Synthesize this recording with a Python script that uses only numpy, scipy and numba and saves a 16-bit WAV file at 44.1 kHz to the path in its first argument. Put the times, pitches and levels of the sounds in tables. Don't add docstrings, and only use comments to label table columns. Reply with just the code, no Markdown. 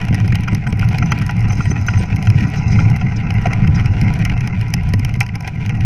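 import sys
import numpy as np
from scipy import signal
from scipy.io import wavfile
from scipy.ndimage import uniform_filter1d
from numba import njit

SR = 44100
rng = np.random.default_rng(int(sys.argv[2]) if len(sys.argv) > 2 else 0)


def master_out(mix):
    frames = np.transpose(np.atleast_2d(mix))
    ceiling = np.clip(frames, -1, 1)
    pcm = np.round(ceiling * 32767).astype(np.int16)
    wavfile.write(sys.argv[1], SR, pcm)


def field_ratio(decibels):
    return 10 ** (np.asarray(decibels, dtype=float) / 20)


N = 257984

# pitch in Hz, width in Hz, level in dB.
FRAME_TONES = [(34.8, 39, -9.5), (62.2, 53, -9), (109.1, 16, 0), (127.8, 21.7, -6)]
FORK_TONES = [(153.2, 47.3, 4), (209.7, 66, -5.5), (278.2, 11.5, -9.5), (436, 610, -37)]
MOUNT_TONES = [(725.4, 84, 3), (826, 52, 3), (980.5, 27.8, 3.5), (1380, 196, -1), (1574, 247, -5.5)]
SHELL_TONES = [(1922, 71, 5), (2094, 77, 7), (2390, 224, 3.5), (2622, 82, 2), (2790, 137, -3),
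               (3190, 120, -6)]
DOOR_TONES = [(4000, 270, -7.5), (5013, 220, 1.5), (5447, 184, 2.5), (6050, 250, 0), (6610, 600, -10.5)]
CLICK_TONES = [(8140, 1160, -7), (8760, 150, -1.5), (10180, 400, 2.5), (11600, 2200, -6), (15300, 830, -4)]
DISC_TONES = [(5000, 36, -3), (5470, 150, -4.5), (6110, 60, -0.5), (8400, 700, -20)]

# time in seconds, frame shake in dB.
RUTS = [(0.0, -16), (1.37, -18), (1.43, -13), (1.9, -21.5), (1.95, -7.5), (2.08, -32), (2.13, -12.5),
        (2.2, -25), (2.3, -11), (2.56, -21.5), (2.78, -12.5), (3.19, -19.5), (3.24, -15.5), (4.1, -13.5),
        (4.68, -16.5), (4.97, -16), (5.38, -22), (5.85, -16.5)]
# time in seconds, crunch level in dB.
CRUST = [(0.0, -33), (0.31, -35), (0.75, -35.5), (0.91, -31), (1.09, -32.5), (1.94, -34), (2.8, -29.5),
         (3.03, -33), (3.45, -31), (3.75, -32.5), (4.07, -30), (4.4, -34), (5.13, -36.5), (5.31, -40),
         (5.51, -37.5), (5.85, -34.5)]
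# start in seconds, peak in dB.
BUMPS = [(0.109, -1.5), (0.331, -5), (0.396, -5), (0.528, -2), (0.728, -4), (1.138, -9), (1.7, -2.5),
         (2.149, -6.5), (3.469, -4), (4.747, -5), (4.939, -3), (4.999, -7), (5.171, -7.5)]

# start in seconds, edge click in dB, shell in dB.
SLAMS = [(.0142, -37, -19), (.0837, -36, -18), (.1447, -25.5, -14), (.2005, -36, -17), (.2775, -30, -19),
         (.3538, -22.5, -12), (.4821, -34, -14.5), (.5302, -43, -19), (.548, -24.5, -16),
         (.6729, -34.5, -18), (.7253, -35, -18.5), (.9297, -39, -17), (.9838, -25, -13), (1.1185, -27, -6),
         (1.2148, -39, -22), (1.655, -40, -16), (1.8647, -31, -28), (2.2254, -30, -17),
         (2.3007, -28, -13.5), (2.9617, -32.5, -19), (3.3046, -34, -10.5), (3.468, -37, -17),
         (4.4742, -26.5, -14), (4.738, -16, -4.5), (4.9362, -23.5, -9.5), (5.0476, -24.5, -12),
         (5.2046, -16.5, -10), (5.3547, -29, -19.5), (5.4062, -33.5, -20.5), (5.476, -29, -14.5)]
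# start in seconds, edge click in dB, shell in dB.
SLAPS = [(.0508, -34, -28), (.406, -35, -33), (.435, -34, -22), (.7937, -29.5, -17.5),
         (.8875, -28.5, -19.5), (1.0593, -38, -20), (1.1865, -29.5, -21), (1.264, -28, -18),
         (2.161, -29.5, -22.5), (2.4066, -38, -17), (2.559, -41, -20), (3.5327, -28, -9.5),
         (3.6743, -39, -16), (3.796, -39.5, -18.5), (3.8579, -31, -13), (4.013, -30, -13),
         (4.0817, -44, -17), (4.1378, -30.5, -20), (4.2505, -23.5, -7.5), (4.2966, -43, -10),
         (4.3762, -44, -21), (4.4068, -34.5, -18), (4.6117, -34.5, -18), (4.9945, -29, -21.5),
         (5.1394, -36.5, -17.5), (5.2636, -37, -19), (5.289, -49, -19.5), (5.661, -33, -17),
         (5.6936, -36, -14), (5.807, -38.5, -18)]
# start in seconds, edge click in dB.
TICKS = [(0.0326, -52), (.259, -39), (0.7723, -43), (0.813, -43), (.8428, -39), (1.302, -42),
         (1.366, -35.5), (1.3925, -38), (1.4253, -42), (1.4845, -36), (1.5214, -38.5), (1.5797, -38.5),
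         (1.8127, -36.5), (1.9844, -43), (2.0325, -39.5), (2.213, -55), (2.4818, -42), (2.9002, -32.5),
         (3.3394, -38), (3.416, -41.5), (4.19, -34.5), (4.593, -44), (4.682, -38.5), (4.7025, -39),
         (4.8337, -39), (4.8888, -35.5), (5.0923, -36), (5.553, -47), (5.609, -50), (5.752, -43)]

# start in seconds, peak in dB, pitch in Hz, shell in dB.
CABLE_KNOCKS = [(0.323, -7, 2230, -14), (0.475, -14, 1480, -15), (0.481, -8.5, 1384, -16),
                (0.666, -15, 1490, -13), (0.828, -12, 1390, -22.5), (1.023, -10.5, 1330, -8),
                (1.119, -4.5, 1355, -6), (1.216, -17, 1460, -29), (1.292, -10.5, 1380, -12),
                (1.504, -15.5, 1510, -13), (1.605, -6.5, 1380, -16), (1.883, -4.5, 1424, -6.5),
                (1.934, -16, 1325, -12.5), (2.788, -9, 1360, -11), (3.011, -22, 2090, -13),
                (3.455, -3, 700, -8), (5.209, 3, 2340, -7.5), (5.445, -17, 2390, -18.5)]
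# start in seconds, peak in dB, pitch in Hz, shell in dB.
TYRE_THUMPS = [(0.126, -12, 330, -16.5), (0.244, -13.5, 356, -22), (0.532, -11, 353, -50),
               (1.529, -18, 444, -20), (1.713, -12, 406, -15), (2.003, -13.5, 393, -36),
               (2.13, -26, 361, -23), (2.27, -20, 595, -11), (.727, -17, 403, -27),
               (2.794, -18.5, 470, -26), (3.468, -12, 390, -15), (4.938, -18, 504, -53)]

# start in seconds, time held in seconds, pad rub in dB.
LEVER_PULLS = [
    (.9, 0.21, -54),
    (1.47, 0.24, -44),
    (1.76, 0.29, -46),
    (2.1, 0.25, -59),
    (2.33, 0.33, -50),
    (2.66, 0.18, -42.5),
    (2.98, 0.13, -54.5),
    (3.72, 0.27, -56),
]
# start in seconds, level in dB, pitch in Hz, length in seconds.
SQUEAKS = [(0.508, -52, 8100, .03), (0.675, -46, 8060, 0.026), (1.021, -40, 6000, .016),
           (1.054, -33, 6050, 0.013), (1.105, -26, 6040, .014), (1.494, -30, 6110, .017),
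           (1.522, -35, 6110, 0.013), (1.573, -56, 8620, .057), (1.61, -41, 6110, 0.032),
           (1.637, -43, 8600, .03), (1.703, -24, 6110, 0.017), (1.696, -46, 8650, .024),
           (1.738, -48, 6110, 0.064), (1.807, -37, 6110, .013), (1.869, -25.5, 6130, 0.013),
           (1.937, -46, 6200, .021), (1.97, -31.5, 6120, 0.014), (1.977, -42, 8550, 0.033),
           (2.178, -56, 6800, 0.17), (3.422, -62, 8400, .036)]
# start in seconds, peak in dB, length in seconds.
GRABS = [
    (2.554, -28.5, 0.047),
    (2.702, -28, 0.044),
    (3.1564, -26, 0.021),
    (3.415, -39, 0.021),
    (3.742, -26, 0.027),
]


def shake(frame_db, fork_db):
    jolts = field_ratio(3.1 * walk(23.49)) * rng.standard_normal(N)
    frame = through(jolts, FRAME_TONES)
    fork_jolts = 0.56 * jolts + field_ratio(3.28 * walk(30)) * rng.standard_normal(N)
    fork = through(fork_jolts, FORK_TONES)
    out = field_ratio(frame_db) * (frame + field_ratio(fork_db) * fork)

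    swing = ring(FRAME_TONES, 1.87) + 0.31 * ring(FORK_TONES, 1.49)
    t = np.arange(len(swing)) / SR
    swing = swing * (1 - np.exp(-t / 0.0011))
    since = t / 0.0054
    hush = 1 - since * np.exp(1 - since)
    for start_s, db in BUMPS:
        i = int(start_s * SR)
        out[i:i + len(hush)] *= hush[:N - i]
        add(out, start_s, field_ratio(db) * swing / np.abs(swing).max())
    return out


def crunch(shell_db, mount_db):
    patch_db = 4.5 - 0.4 * (shell_db - shell_db.mean())
    cracks = field_ratio(patch_db * np.minimum(walk(70), 1.4)) * grains(400, 2.2)
    buzz = cracks + 0.5 * rng.standard_normal(N)
    mount = patchy(buzz + 0.95 * rng.standard_normal(N), MOUNT_TONES, flicker_db=2, rate=25)
    low = field_ratio(-9) * through(buzz, [(446.5, 80, 0)])
    shell = patchy(buzz, SHELL_TONES[:-1], flicker_db=3.5, rate=30)
    loose = (0.03 + settling(0.024)) * field_ratio(6 * walk(50)) * grains(330, 7.6)
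    top = field_ratio(-18) * patchy(buzz + 1.04 * loose, DOOR_TONES, flicker_db=1.5, rate=35)
    top += field_ratio(-30) * through(loose + 0.035 * cracks, CLICK_TONES, damp=1.2)
    return field_ratio(mount_db) * (mount + low) + field_ratio(shell_db) * (shell + top)


def rattles():
    out, t = np.zeros(N), np.arange(2048) / SR
    hits = contacts()
    scrape = rng.standard_normal((len(hits), 4, 2048))
    # tones, contact time in seconds, damping, level trim in dB
    parts = [(CLICK_TONES, 0.0012, 1.5, 0), (DOOR_TONES, 0.0016, 1.5, -1),
             (SHELL_TONES, 0.0025, 1.3, -3), (MOUNT_TONES, 0.003, 1.3, -5)]
    for k, (modes, contact_s, damp, trim_db) in enumerate(parts):
        push = scrape[:, k] * (np.exp(-t / contact_s) + 0.14 * np.exp(-t / 0.0041))
        rung = signal.fftconvolve(push, ring(modes, damp, size=2048)[None], axes=1)[:, :2048]
        for hit, sound in zip(hits, rung):
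            add(out, hit[0], field_ratio(hit[1 + k] + trim_db) * sound / np.abs(sound).max())
    return out


def contacts():
    ticks = [(start_s, click_db, click_db + 6.5) for start_s, click_db in TICKS]
    rows = []
    for hits, mount_trim_db in ((SLAMS, -13.5), (SLAPS, -43), (ticks, -17)):
        for start_s, click_db, shell_db in hits:
            door_db = 0.57 * click_db + 0.43 * shell_db + 1.5
            mount_db = 0.39 * shell_db + mount_trim_db
            rows.append((start_s, click_db, door_db, shell_db, mount_db))
    return rows


def settling(settle_s):
    kicks = np.zeros(N)
    for start_s, click_db, *_ in contacts():
        add(kicks, start_s + 0.005, field_ratio([0.5 * click_db + 19]))
    return signal.lfilter([1], [1, -np.exp(-1 / (settle_s * SR))], kicks)


def knocks(blows, ring_s, rough, scuff_s):
    out, t = np.zeros(N), np.arange(4096) / SR
    scrape = rng.standard_normal((len(blows), 2, 4096))
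    case = ring(SHELL_TONES, 0.7) + 0.9 * ring(MOUNT_TONES, 0.36) + 0.14 * ring(DOOR_TONES, 0.48)
    width = np.log(1000) / np.pi / ring_s
    for (start_s, db, hz, shell_db), grit in zip(blows, scrape):
        modes = [(hz, width, 0), (1.1 * hz, 2 * width, -10), (0.9 * hz, 2 * width, -10)]
        push = (t == 0) + rough * grit[0] * np.exp(-t * hz / 1.77)
        tap = signal.fftconvolve(push, ring(modes, 1))[:4096]
        tap = tap * (1 - np.exp(-t * hz / 2.4))
        scuff = signal.fftconvolve(grit[1] * t / scuff_s * np.exp(-t / scuff_s), case)[:4096]
        add(out, start_s, field_ratio(db - 5.5) * tap / np.abs(tap).max())
        add(out, start_s, field_ratio(shell_db - 2) * scuff / np.abs(scuff).max())
    return out


def brake(rub_db):
    grip = field_ratio(rub_db + 3 * walk(80)) * (grains(1800, 4.0) + 0.32 * rng.standard_normal(N))
    case = unit(ring(DOOR_TONES, 0.46) + 0.08 * ring(CLICK_TONES, 1.4))
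    body = case + 0.35 * unit(ring(DISC_TONES, 0.42))
    out = signal.fftconvolve(grip, body / 64)[:N]
    waver = walk(250)
    for start_s, db, hz, length_s in SQUEAKS:
        share = np.linspace(0, 1, max(int(length_s * 1.2 * SR), 64))
        shiver = waver[int(start_s * SR):][:len(share)]
        pitch = (hz - 33 * share) * (1 + 0.0046 * shiver)
        phase = 2 * np.pi * np.cumsum(pitch) / SR
        loudness = field_ratio(db + 2.8 * shiver[::-1]) * np.sin(np.pi * share)
        add(out, start_s, loudness * np.sin(phase))
    return out


def lever():
    t = np.arange(N) / SR
    rub = field_ratio(-61) * np.ones(N)
    for start_s, held_s, db in LEVER_PULLS:
        rise = np.clip((t - start_s) / 0.024, 0, 1)
        release = np.exp(-np.maximum(t - start_s - held_s, 0) / 0.026)
        rub += field_ratio(db) * rise * release
    return 20 * np.log10(rub)


def grabs():
    out = np.zeros(N)
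    body = unit(ring(DOOR_TONES, 1)) + unit(ring(DISC_TONES[:1], 0.84))
    for (start_s, db, length_s), grit in zip(GRABS, rng.standard_normal((len(GRABS), 8192))):
        swell = np.sin(np.pi * np.clip(np.arange(len(grit)) / SR / length_s, 0, 1))
        bite = signal.fftconvolve(grit * swell, body)
        add(out, start_s, field_ratio(db) * bite / np.abs(bite).max())
    return out


def grains(rate, spread_db):
    chance = rng.random((2, N))
    size_db = np.minimum(-spread_db * np.log(chance[1] + 1e-9), 5.17 * spread_db)
    sign = np.sign(rng.standard_normal(N))
    return unit((chance[0] < rate / SR) * field_ratio(size_db) * sign)


def ring(modes, damp, size=4096):
    t = np.arange(size) / SR
    out = np.zeros(size)
    for k, (hz, width, db) in enumerate(modes):
        fade = np.exp(-np.pi * width * damp * t)
        out += (-1) ** k * field_ratio(db) * width * fade * np.sin(2 * np.pi * hz * t)
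    return out


def through(x, modes, damp=1):
    return unit(signal.fftconvolve(x, ring(modes, damp))[:N])


def patchy(x, modes, flicker_db, rate):
    out = np.zeros(N)
    for k, mode in enumerate(modes):
        tone = signal.fftconvolve(x, ring([mode], 1.0))[:N]
        out += (-1) ** k * field_ratio(flicker_db * walk(rate)) * tone
    return unit(out)


def walk(rate):
    k = int(SR / rate)
    steps = np.repeat(rng.standard_normal(N // k + 1), k)
    return 1.16 * uniform_filter1d(uniform_filter1d(steps, k), k)[:N]


def along(table):
    times, values = np.transpose(table)
    return np.interp(np.arange(N) / SR, times, values)


def unit(x):
    return x / np.sqrt(np.mean(x ** 2))


def add(out, start_s, sound):
    i = int(start_s * SR)
    out[i:i + len(sound)] += sound[:N - i]


@njit
def follow(x, attack, release):
    level, out = 0., np.empty(len(x))
    for i in range(len(x)):
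        speed = attack if abs(x[i]) > level else release
        level += (abs(x[i]) - level) * speed
        out[i] = level
    return out


def scene():
    ruts, crust = along(RUTS), along(CRUST)
    fork_db = -19.5 + 0.32 * (ruts - ruts.mean()) + crust - crust.mean()
    tyre = shake(ruts + 1.52, fork_db - ruts) + crunch(shell_db=crust - 1, mount_db=crust - 2.5)
    hits = rattles()
    hits += knocks(CABLE_KNOCKS, ring_s=0.032, rough=0.25, scuff_s=0.002)
    hits += knocks(TYRE_THUMPS, ring_s=0.01, rough=0.075, scuff_s=0.00077)
    return (tyre + hits + brake(lever()) + grabs())[None]


def band_limit(x):
    return signal.sosfilt(signal.butter(12, 16490, fs=SR, output="sos"), x)


def record(dry):
    peak = follow(dry[0], 0.028, 0.0006)
    held = dry * np.minimum(1, 0.85 / (peak + 1e-9)) ** 0.29
    top_edge = signal.ellip(4, 1, 17, 14700, fs=SR, output="sos")
    mix = signal.sosfilt(top_edge, 2 * np.tanh(held / 2))
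    return band_limit(mix)


dry = scene()
out = record(dry)
master_out(out)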